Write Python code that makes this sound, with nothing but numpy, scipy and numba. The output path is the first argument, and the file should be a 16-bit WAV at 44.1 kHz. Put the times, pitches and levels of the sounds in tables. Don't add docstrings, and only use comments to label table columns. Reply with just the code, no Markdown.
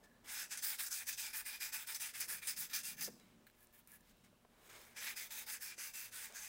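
import sys
import numpy as np
from scipy import signal
from scipy.io import wavfile
from scipy.ndimage import uniform_filter1d
from numba import njit

SR = 44100
rng = np.random.default_rng(int(sys.argv[2]) if len(sys.argv) > 2 else 0)


def file_out(sig):
    cols = np.atleast_2d(sig).T
    lim = np.clip(cols, -1, 1)
    pcm = np.round(lim * 32767).astype(np.int16)
    wavfile.write(sys.argv[1], SR, pcm)


def convert_level_to_amplitude(level_db):
    exponent = np.asarray(level_db, float) / 20
    return 10 ** exponent


N = 285768


def unit(x):
    return x / np.sqrt(np.mean(x ** 2))


def steady(x):
    return x / np.sqrt(uniform_filter1d(x ** 2, size=3000))


@njit
def svf(x, hz, width):
    y, b, l = np.empty(len(x)), 0., 0.
    for i in range(len(x)):
        g = np.tan(np.pi * hz[i] / SR)
        k = np.pi * width / SR * (1 + g * g) / g
        v = (b + g * (x[i] - l)) / (1 + g * (g + k))
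        b, l, y[i] = 2 * v - b, l + 2 * g * v, k * v
    return y


def band(x, hz, width):
    centre = np.minimum(hz * np.ones(len(x)), .45 * SR)
    return svf(x, centre, 1. * width)


def noise_band(hz, width, outer_hz, outer_width):
    return band(band(rng.standard_normal(N), hz, width), outer_hz, outer_width)


def walk(rate):
    hold = int(SR / rate)
    steps = np.repeat(rng.standard_normal(N // hold + 1), hold)
    smooth = uniform_filter1d(uniform_filter1d(steps, hold), hold)
    return unit(smooth[:N])


def swells(rows, grip_db_s, ease_db_s):
    t = np.arange(N) / SR
    gain = np.zeros(N)
    for s, held, first_db, last_db in rows:
        level = np.interp(t, [s, s + held], [first_db, last_db])
        before, after = np.maximum(s - t, 0), np.maximum(t - s - held, 0)
        gain += convert_level_to_amplitude(level - grip_db_s * before - ease_db_s * after)
    return gain


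def ring(x, modes, grip_db=0., drift=0., apart=0):
    out = np.zeros(N)
    for k, (hz, width, db) in enumerate(modes):
        gain = convert_level_to_amplitude(db + grip_db * walk(14))
        drive = np.roll(x, apart * rng.integers(N))
        out += (-1) ** k * gain * band(drive, hz * (1 + drift * walk(9)), width)
    return out


def grains(rate, spread_db):
    chance = rng.random((3, N))
    happens = chance[0] < rate / SR
    size = convert_level_to_amplitude(-spread_db * np.log(chance[2] + 1e-4))
    return happens * np.sign(chance[1] - .5) * size


def strikes(times, db):
    x = np.zeros(N)
    x[(np.asarray(times) * SR).astype(int)] = convert_level_to_amplitude(np.asarray(db))
    return x


def burst(s, db, hz, width, t60):
    age, start, out = np.arange(SR // 8) / SR, int(s * SR), np.zeros(N)
    noise = rng.standard_normal(len(age)) * convert_level_to_amplitude(-60 * age / t60)
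    x = band(band(noise, hz, width), hz, 2 * width)
    out[start:start + len(x)] = convert_level_to_amplitude(db) * x / np.abs(x).max()
    return out


def hiss():
    # pitch in Hz, level in dB per Hz.
    hiss_shape = [(25, -2), (60, -7), (230, -6.5), (330, -11.5), (700, -15), (1100, -11), (1750, -19),
                  (2500, -16.5), (5000, -22.5), (15000, -25.5)]
    hz, db = np.transpose(hiss_shape)
    air = np.zeros(N)
    for f in 21.5 * 2 ** np.arange(0, 9.6, .5):
        level = np.interp(np.log(f), np.log(hz), db) + walk(4.9)
        air += convert_level_to_amplitude(level) * noise_band(f, f / 2, f, f / 2)
    return convert_level_to_amplitude(-74) * unit(air)


def machine_hum():
    # pitch in Hz, level in dB.
    hum_tones = [(43, -83.5), (72, -89.5), (113, -84), (228, -84.5), (242, -85), (360, -89.5), (479, -90),
                 (600, -88), (721, -91.5)]
    t = np.arange(N) / SR
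    return sum(convert_level_to_amplitude(db + 2.5 + 3.3 * walk(9)) * np.sin(2 * np.pi * hz * t + 1.46 * walk(8)) for hz, db in hum_tones)


def sleeve():
    # start in seconds, held in seconds, level at first in dB, level at last in dB.
    moves = [
        (0, 0.69, -75.5, -83.5),
        (2.29, .02, -72, -77),
        (2.9, 0.47, -83, -81.5),
        (4.5, 0.28, -85, -70),
        (4.95, 0.45, -79.5, -75.5),
        (6.1, 0.28, -86, -97),
    ]
    cloth = unit(noise_band(480, 600, 480, 900)) * convert_level_to_amplitude(1.5 * walk(30))
    rest_db, slope_db_s = -85, 83
    return (convert_level_to_amplitude(rest_db) + swells(moves, slope_db_s, slope_db_s)) * cloth


def rumble():
    # start in seconds, held in seconds, level at first in dB, level at last in dB.
    passes = [
        (0, 0.63, -75.5, -81.5),
        (2.36, 0.022, -75, -81),
        (2.62, 0.19, -70, -75.5),
        (3.0, 0.1, -66, -60.5),
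        (3.3, 0.081, -83, -72.5),
        (3.9, 0.4, -79, -74),
        (4.6, 1.9, -87, -81),
    ]
    low = unit(noise_band(190 * (1 + 0.043 * walk(5.6)), 92, 208, 186)) * convert_level_to_amplitude(0.8 * walk(26))
    return swells(passes, 83, 83) * low


@njit
def walls(x, lags, gain, damp):
    line, soft, out = np.zeros((8, 4096)), np.zeros(8), np.zeros(len(x))
    for i in range(len(x)):
        total = 0.
        for k in range(8):
            soft[k] += (1 - damp) * (gain[k] * line[k, (i - lags[k]) & 4095] - soft[k])
            total += soft[k]
        out[i] = total - 2 * (soft[0] + soft[3] + soft[5])
        for k in range(8):
            line[k, i & 4095] = x[i] + soft[k] - total / 4
    return out


def room(near):
    t60_s, damp, level_db = 0.55, 0.15, -33
    lags = rng.integers(700, 2800, size=8)
    return convert_level_to_amplitude(level_db) * walls(near, lags, convert_level_to_amplitude(-60 * lags / SR / t60_s), damp)


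def knocks():
    # start in seconds, peak in dB, pitch in Hz, time to die by 60 dB in seconds.
    dull_knocks = [
        (2.314, -57, 500, 0.038),
        (3.078, -43.5, 443, 0.073),
        (4.3, -66, 125, 0.25),
        (4.327, -60, 423, 0.091),
        (4.449, -55, 760, 0.025),
        (5.777, -58, 503, 0.042),
        (6.299, -56.5, 616, 0.3),
    ]
    return sum(burst(s, db, hz, 0.74 * hz, t60) for s, db, hz, t60 in dull_knocks)


def paper_ticks(soft_wall):
    # start in seconds, peak in dB, pitch in Hz.
    snaps = [(3.1985, -51, 5600), (3.5114, -66, 13200), (3.5498, -65, 8410), (3.6062, -57, 11700),
             (3.629, -51, 12500), (3.6454, -55, 15000), (3.671, -53.5, 8000), (3.7279, -59, 14300),
             (3.7489, -53, 13400), (3.791, -53, 14500), (3.874, -46, 11900), (3.918, -44, 14700),
             (3.9594, -63, 12100), (4.0078, -59, 8410), (4.0964, -57, 6560), (4.1689, -64, 15300),
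             (4.8519, -48, 7400), (4.911, -61, 8340), (6.324, -43.5, 7000)]
    bright = sum(burst(s, db, hz, 6700, 0.0085) for s, db, hz in snaps)
    s, db, _ = np.transpose(snaps)
    return bright + ring(strikes(s, db + 6), soft_wall)


def nail():
    # pitch in Hz, width in Hz, level in dB.
    nail_modes = [(1630, 180, 2.5), (4100, 190, -2), (8340, 840, -11.5), (12000, 1500, -16),
                  (15000, 900, -7)]
    k = np.arange(7)
    skip_s = 3.468 + .0022 * (k + 0.39 * rng.random(len(k)))
    skip_db = -44 - 2.2 * k - 3 * (k % 2)
    tap_s, tap_db = 3.4996, -51
    return ring(strikes(np.append(skip_s, tap_s), np.append(skip_db, tap_db) + 19.0), nail_modes)


def hollow():
    # start in seconds, held in seconds, level at first in dB, at last in dB.
    brushes = [
        (0, .19, -75, -78),
        (3.56, 0.073, -88, -78),
        (3.75, .05, -82, -88),
        (3.86, 0.08, -91, -67),
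    ]
    hz, width = 1730, 90
    air = grains(rate=900, spread_db=0.5)
    air = unit(band(band(air, hz, width), hz, 3 * width))
    return swells(brushes, 400, 250) * convert_level_to_amplitude(3.7 * walk(45)) * air


def slide():
    # start in seconds, held in seconds, level at first in dB, level at last in dB.
    slides = [
        (.13, .12, -92, -87),
        (3.2, 0.13, -78, -87),
        (4.08, 0.23, -90, -91),
        (4.55, .14, -88, -83),
    ]
    hz, width = 3900, 240
    tone = band(band(grains(rate=3000, spread_db=3.5), hz, width), hz, 2 * width)
    return swells(slides, 300, 200) * unit(tone)


def slowness(late_s, span_s):
    return -np.log10(np.clip(1 - late_s / span_s, 1e-4, 1))


def snap(s):
    t = np.arange(N) / SR - s
    slip_s, bite_s = 0.017, 0.025
    return np.where(t < 0, -np.exp(-abs(t) / slip_s), np.exp(-abs(t) / bite_s))


def hand(motions, grip_s, ease_s):
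    # time in seconds, jump in dB.
    bites = [
        (0.573, 11),
        (0.862, 6.4),
        (1.127, 5),
        (1.946, 12),
        (2.201, 8.5),
        (2.471, 8.5),
        (2.733, 10.5),
        (3.008, 6),
    ]
    # time in seconds, ring change in dB, fine grit change in dB.
    spots = [(.33, -2.5, 2.5), (.58, -2, 0.5), (0.736, 6.5, 2), (0.799, 7, 1.5), (.87, -1.5, -1.5),
             (.93, -1.5, -4), (1.02, 7.5, 2), (1.14, -3, -3.5), (1.21, -2, 1), (1.38, -5.5, 2),
             (1.54, 2, -1), (1.63, 3, 1), (1.69, 1.5, 0), (1.75, 2, 1), (1.9, 4.5, 1), (1.95, -2.5, -2.5),
             (2.15, 6.5, -0.5), (2.23, 4.5, -4.5), (2.38, 2, -1), (2.43, 7, .6), (2.6, -5.5, 3),
             (2.74, 1, -0.5), (2.92, 4.5, 1), (3.05, -9.5, -2), (5.0, -5.5, -4), (5.08, 3.5, -3),
             (5.26, -1, 2), (5.53, -6, 0.5), (5.73, 7.5, -3), (6.38, -0.5, -3.5)]
    grip_curve_db, ease_curve_db = 19, 26.5
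    stick_share, stick_db = 0.49, 8
    ring_follows, ring_late_s = .55, .005
    t = np.arange(N) / SR
    out = np.zeros((3, N)) - 120
    for s, held, first_db, last_db, ring_db, grit_db in motions:
        end = s + held
        press = np.interp(t, [s, end], [first_db, last_db])
        for bite_s, jump_db in bites:
            if s < bite_s < end + ease_s:
                press = press + jump_db * (t > bite_s) + snap(bite_s)
                last_db = last_db + jump_db
        loose = np.clip((t - s + stick_share * grip_s) / .001, -30, 30)
        rise = grip_curve_db * slowness(s - t, grip_s) + stick_db / (1 + np.exp(loose))
        fade = ease_curve_db * slowness(t - end, ease_s)
        late_fade = ease_curve_db * slowness(t - end - ring_late_s, ease_s)
        drag = np.where(t > end, -13.5 + 126 * (end - t), -120)
        level = press - rise + np.maximum(-fade, drag)
        pressure_change = press - (first_db + last_db) / 2
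        rings = ring_db + ring_follows * pressure_change - rise + np.maximum(-late_fade, drag - 3)
        grit = grit_db - 0.11 * np.minimum(fade + rise, 20)
        out = np.where(level > out[0], np.array([level, rings - level, grit]), out)
    for s, *change_db in spots:
        out[1:] += np.outer(change_db, np.exp(-((t - s) / 0.015) ** 2))
    out[2] += 1.2 * walk(10)
    return out


def held_as(modes, changes):
    t = np.arange(N) / SR
    early, late = t < .95, t > 4
    return [(hz, width, db + first_db * early + last_db * late)
            for (hz, width, db), (first_db, last_db) in zip(modes, changes)]


def rub(motion, wall_modes, rim_modes, grit_modes, grip_db):
    rub_db, wall_db, fine_db = motion
    catch = grains(rate=12000, spread_db=2.5)
    wall = steady(ring(catch, wall_modes, grip_db, drift=0.018, apart=True))
    rim = steady(ring(catch, rim_modes, 0.88 * grip_db, drift=0.0095, apart=True))
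    fine = steady(ring(catch, grit_modes, 1.0 * grip_db, apart=True))
    rim_share = np.sqrt(np.clip(1 - convert_level_to_amplitude(2 * fine_db), .15, 1))
    patchy = convert_level_to_amplitude(0.85 * walk(60) + 0.7 * walk(400))
    mix = convert_level_to_amplitude(wall_db + 1.36) * wall + convert_level_to_amplitude(-0.97) * rim_share * rim + convert_level_to_amplitude(fine_db + 0.3) * fine
    return patchy * convert_level_to_amplitude(rub_db) * mix


def light_touches(soft_wall):
    # full contact in seconds, held in seconds, rub at first in dB,
    # rub at last in dB, ring of the part in dB.
    fingertips = [
        (0.039, 0.0071, -69, -68.5, -76),
        (0.251, 0.058, -64, -59, -63.5),
        (3.198, 0.14, -78, -86, -78),
        (4.03, 0.078, -84, -69.5, -80.5),
        (4.13, .1, -87, -82, -91),
        (4.245, .02, -69.5, -75, -74),
        (4.5, 0.178, -88, -68.5, -78),
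        (4.698, 0.089, -62.5, -62.5, -63),
        (4.78, 0.15, -61.5, -71.5, -68.5),
        (6.301, 0.06, -66, -65, -64.5),
    ]
    rustles = [
        (3.472, .01, -78, -82, -77),
        (3.54, 0.1, -85, -68.5, -84),
        (3.74, 0.057, -69.5, -70, -77),
        (3.88, 0.077, -69, -64, -73),
    ]
    # pitch in Hz, width in Hz, level in dB.
    soft_rim = [(3600, 490, -0.5), (5130, 600, -1.5), (6600, 740, -1.5), (8400, 1200, -1.5)]
    soft_grit = [(10900, 2800, -0.46), (13500, 2600, -0.16), (15000, 2600, -1.5)]
    motions = [(*row, -5.5) for row in fingertips] + [(*row, -0.7) for row in rustles]
    light = hand(motions, grip_s=0.016, ease_s=0.031)
    return rub(light, soft_wall, soft_rim, soft_grit, grip_db=-1.0)


def firm_strokes():
    # full contact in seconds, held in seconds,
    # rub at first in dB, rub at last in dB, ring of the part in dB.
    early_strokes = [(0.297, 0.12, -49.5, -44, -52), (0.528, 0.022, -43.9, -49.5, -50),
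                     (0.645, 0.074, -39.5, -43, -52.5), (0.806, 0.034, -43, -43.5, -52),
                     (0.93, 0.064, -40, -45.5, -53.5), (1.09, 0.015, -41, -45.5, -50),
                     (1.198, 0.076, -43, -47, -51.5), (1.353, 0.027, -45.0, -43, -49.5),
                     (1.476, 0.061, -46.0, -50, -52.5), (1.624, 0.035, -46.5, -45, -53),
                     (1.745, 0.064, -43, -50.5, -53), (1.891, 0.034, -46, -47, -50.5),
                     (2.019, 0.05, -43.5, -47, -52.5), (2.157, 0.055, -50.7, -49.5, -55.5),
                     (2.303, 0.046, -44.5, -46.5, -54), (2.44, 0.055, -53, -49.5, -55),
                     (2.584, 0.044, -44.5, -45.5, -55), (2.718, 0.05, -53.5, -51, -53),
                     (2.854, 0.047, -45.5, -47, -56.5), (2.989, 0.047, -53, -47.5, -54.5)]
    late_strokes = [
        (4.984, 0.11, -51.5, -48.5, -51),
        (5.183, 0.05, -47, -49.5, -53.5),
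        (5.326, 0.072, -49.4, -47.5, -54.5),
        (5.487, 0.044, -48, -45, -52.5),
        (5.628, 0.072, -47.4, -51, -56.5),
        (5.8, 0.065, -48, -48.5, -55.8),
        (5.957, 0.091, -47.5, -51, -57.0),
        (6.141, 0.11, -51.3, -51, -57),
        (6.368, 0.1, -49.5, -52, -58),
    ]
    # pitch in Hz, width in Hz, level in dB.
    wall_modes = [(878, 41, -6.5), (1206, 154, -15), (1470, 100, -5), (1702, 195, 0), (2056, 510, -2),
                  (2392, 79, 2.5), (2630, 108, -1), (3380, 420, -11.5), (3643, 520, -4.5)]
    rim_modes = [(4600, 380, -2.5), (5016, 380, 7.5), (5400, 420, 0.5), (6206, 310, 6.5), (6780, 730, -2),
                 (7750, 500, 3), (8010, 2100, -8)]
    grit_modes = [(9030, 1600, -1.5), (9300, 5600, -9.5), (11130, 1200, -3), (13200, 5200, -5),
                  (15000, 1600, -2.5)]
    # change at first in dB, change at last in dB.
    wall_hold = [(0, -0.22), (2.5, -.3), (1.5, 1), (2, -0.45), (-2, 0.87), (-2.5, -1.5), (-0.5, 1.27),
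                 (1, -1), (-1.5, -2)]
    rim_hold = [(-1.1, .3), (0.063, -1), (-.3, -2.3), (-0.65, 1.4), (.3, 3.1), (1, 0.5), (.3, .3)]
    motions = [(*row, -2.5) for row in early_strokes + late_strokes]
    firm = hand(motions, grip_s=0.044, ease_s=0.069)
    return rub(firm, held_as(wall_modes, wall_hold), held_as(rim_modes, rim_hold), grit_modes, grip_db=3.2)


def scene():
    # pitch in Hz, width in Hz, level in dB.
    soft_wall = [(1090, 640, -5.5), (1610, 310, -2.5), (2210, 270, 0.5), (3100, 720, -9)]
    background = hiss() + machine_hum() + sleeve() + rumble()
    handling = knocks() + paper_ticks(soft_wall) + nail()
    near = handling + hollow() + slide() + light_touches(soft_wall) + firm_strokes()
    return np.tile(near + room(near) + background, (2, 1))


def roll_off(x):
    return signal.sosfilt(signal.butter(12, 16570, fs=SR, output="sos"), x)


def record(dry):
    port = dry + convert_level_to_amplitude(-6) * band(dry[0], 15300, 1000)
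    low_pass = signal.ellip(10, .3, 60, 15830, fs=SR, output="sos")
    cut = signal.sosfilt(low_pass, port)
    return roll_off(cut)


dry = scene()
out = record(dry)
file_out(out)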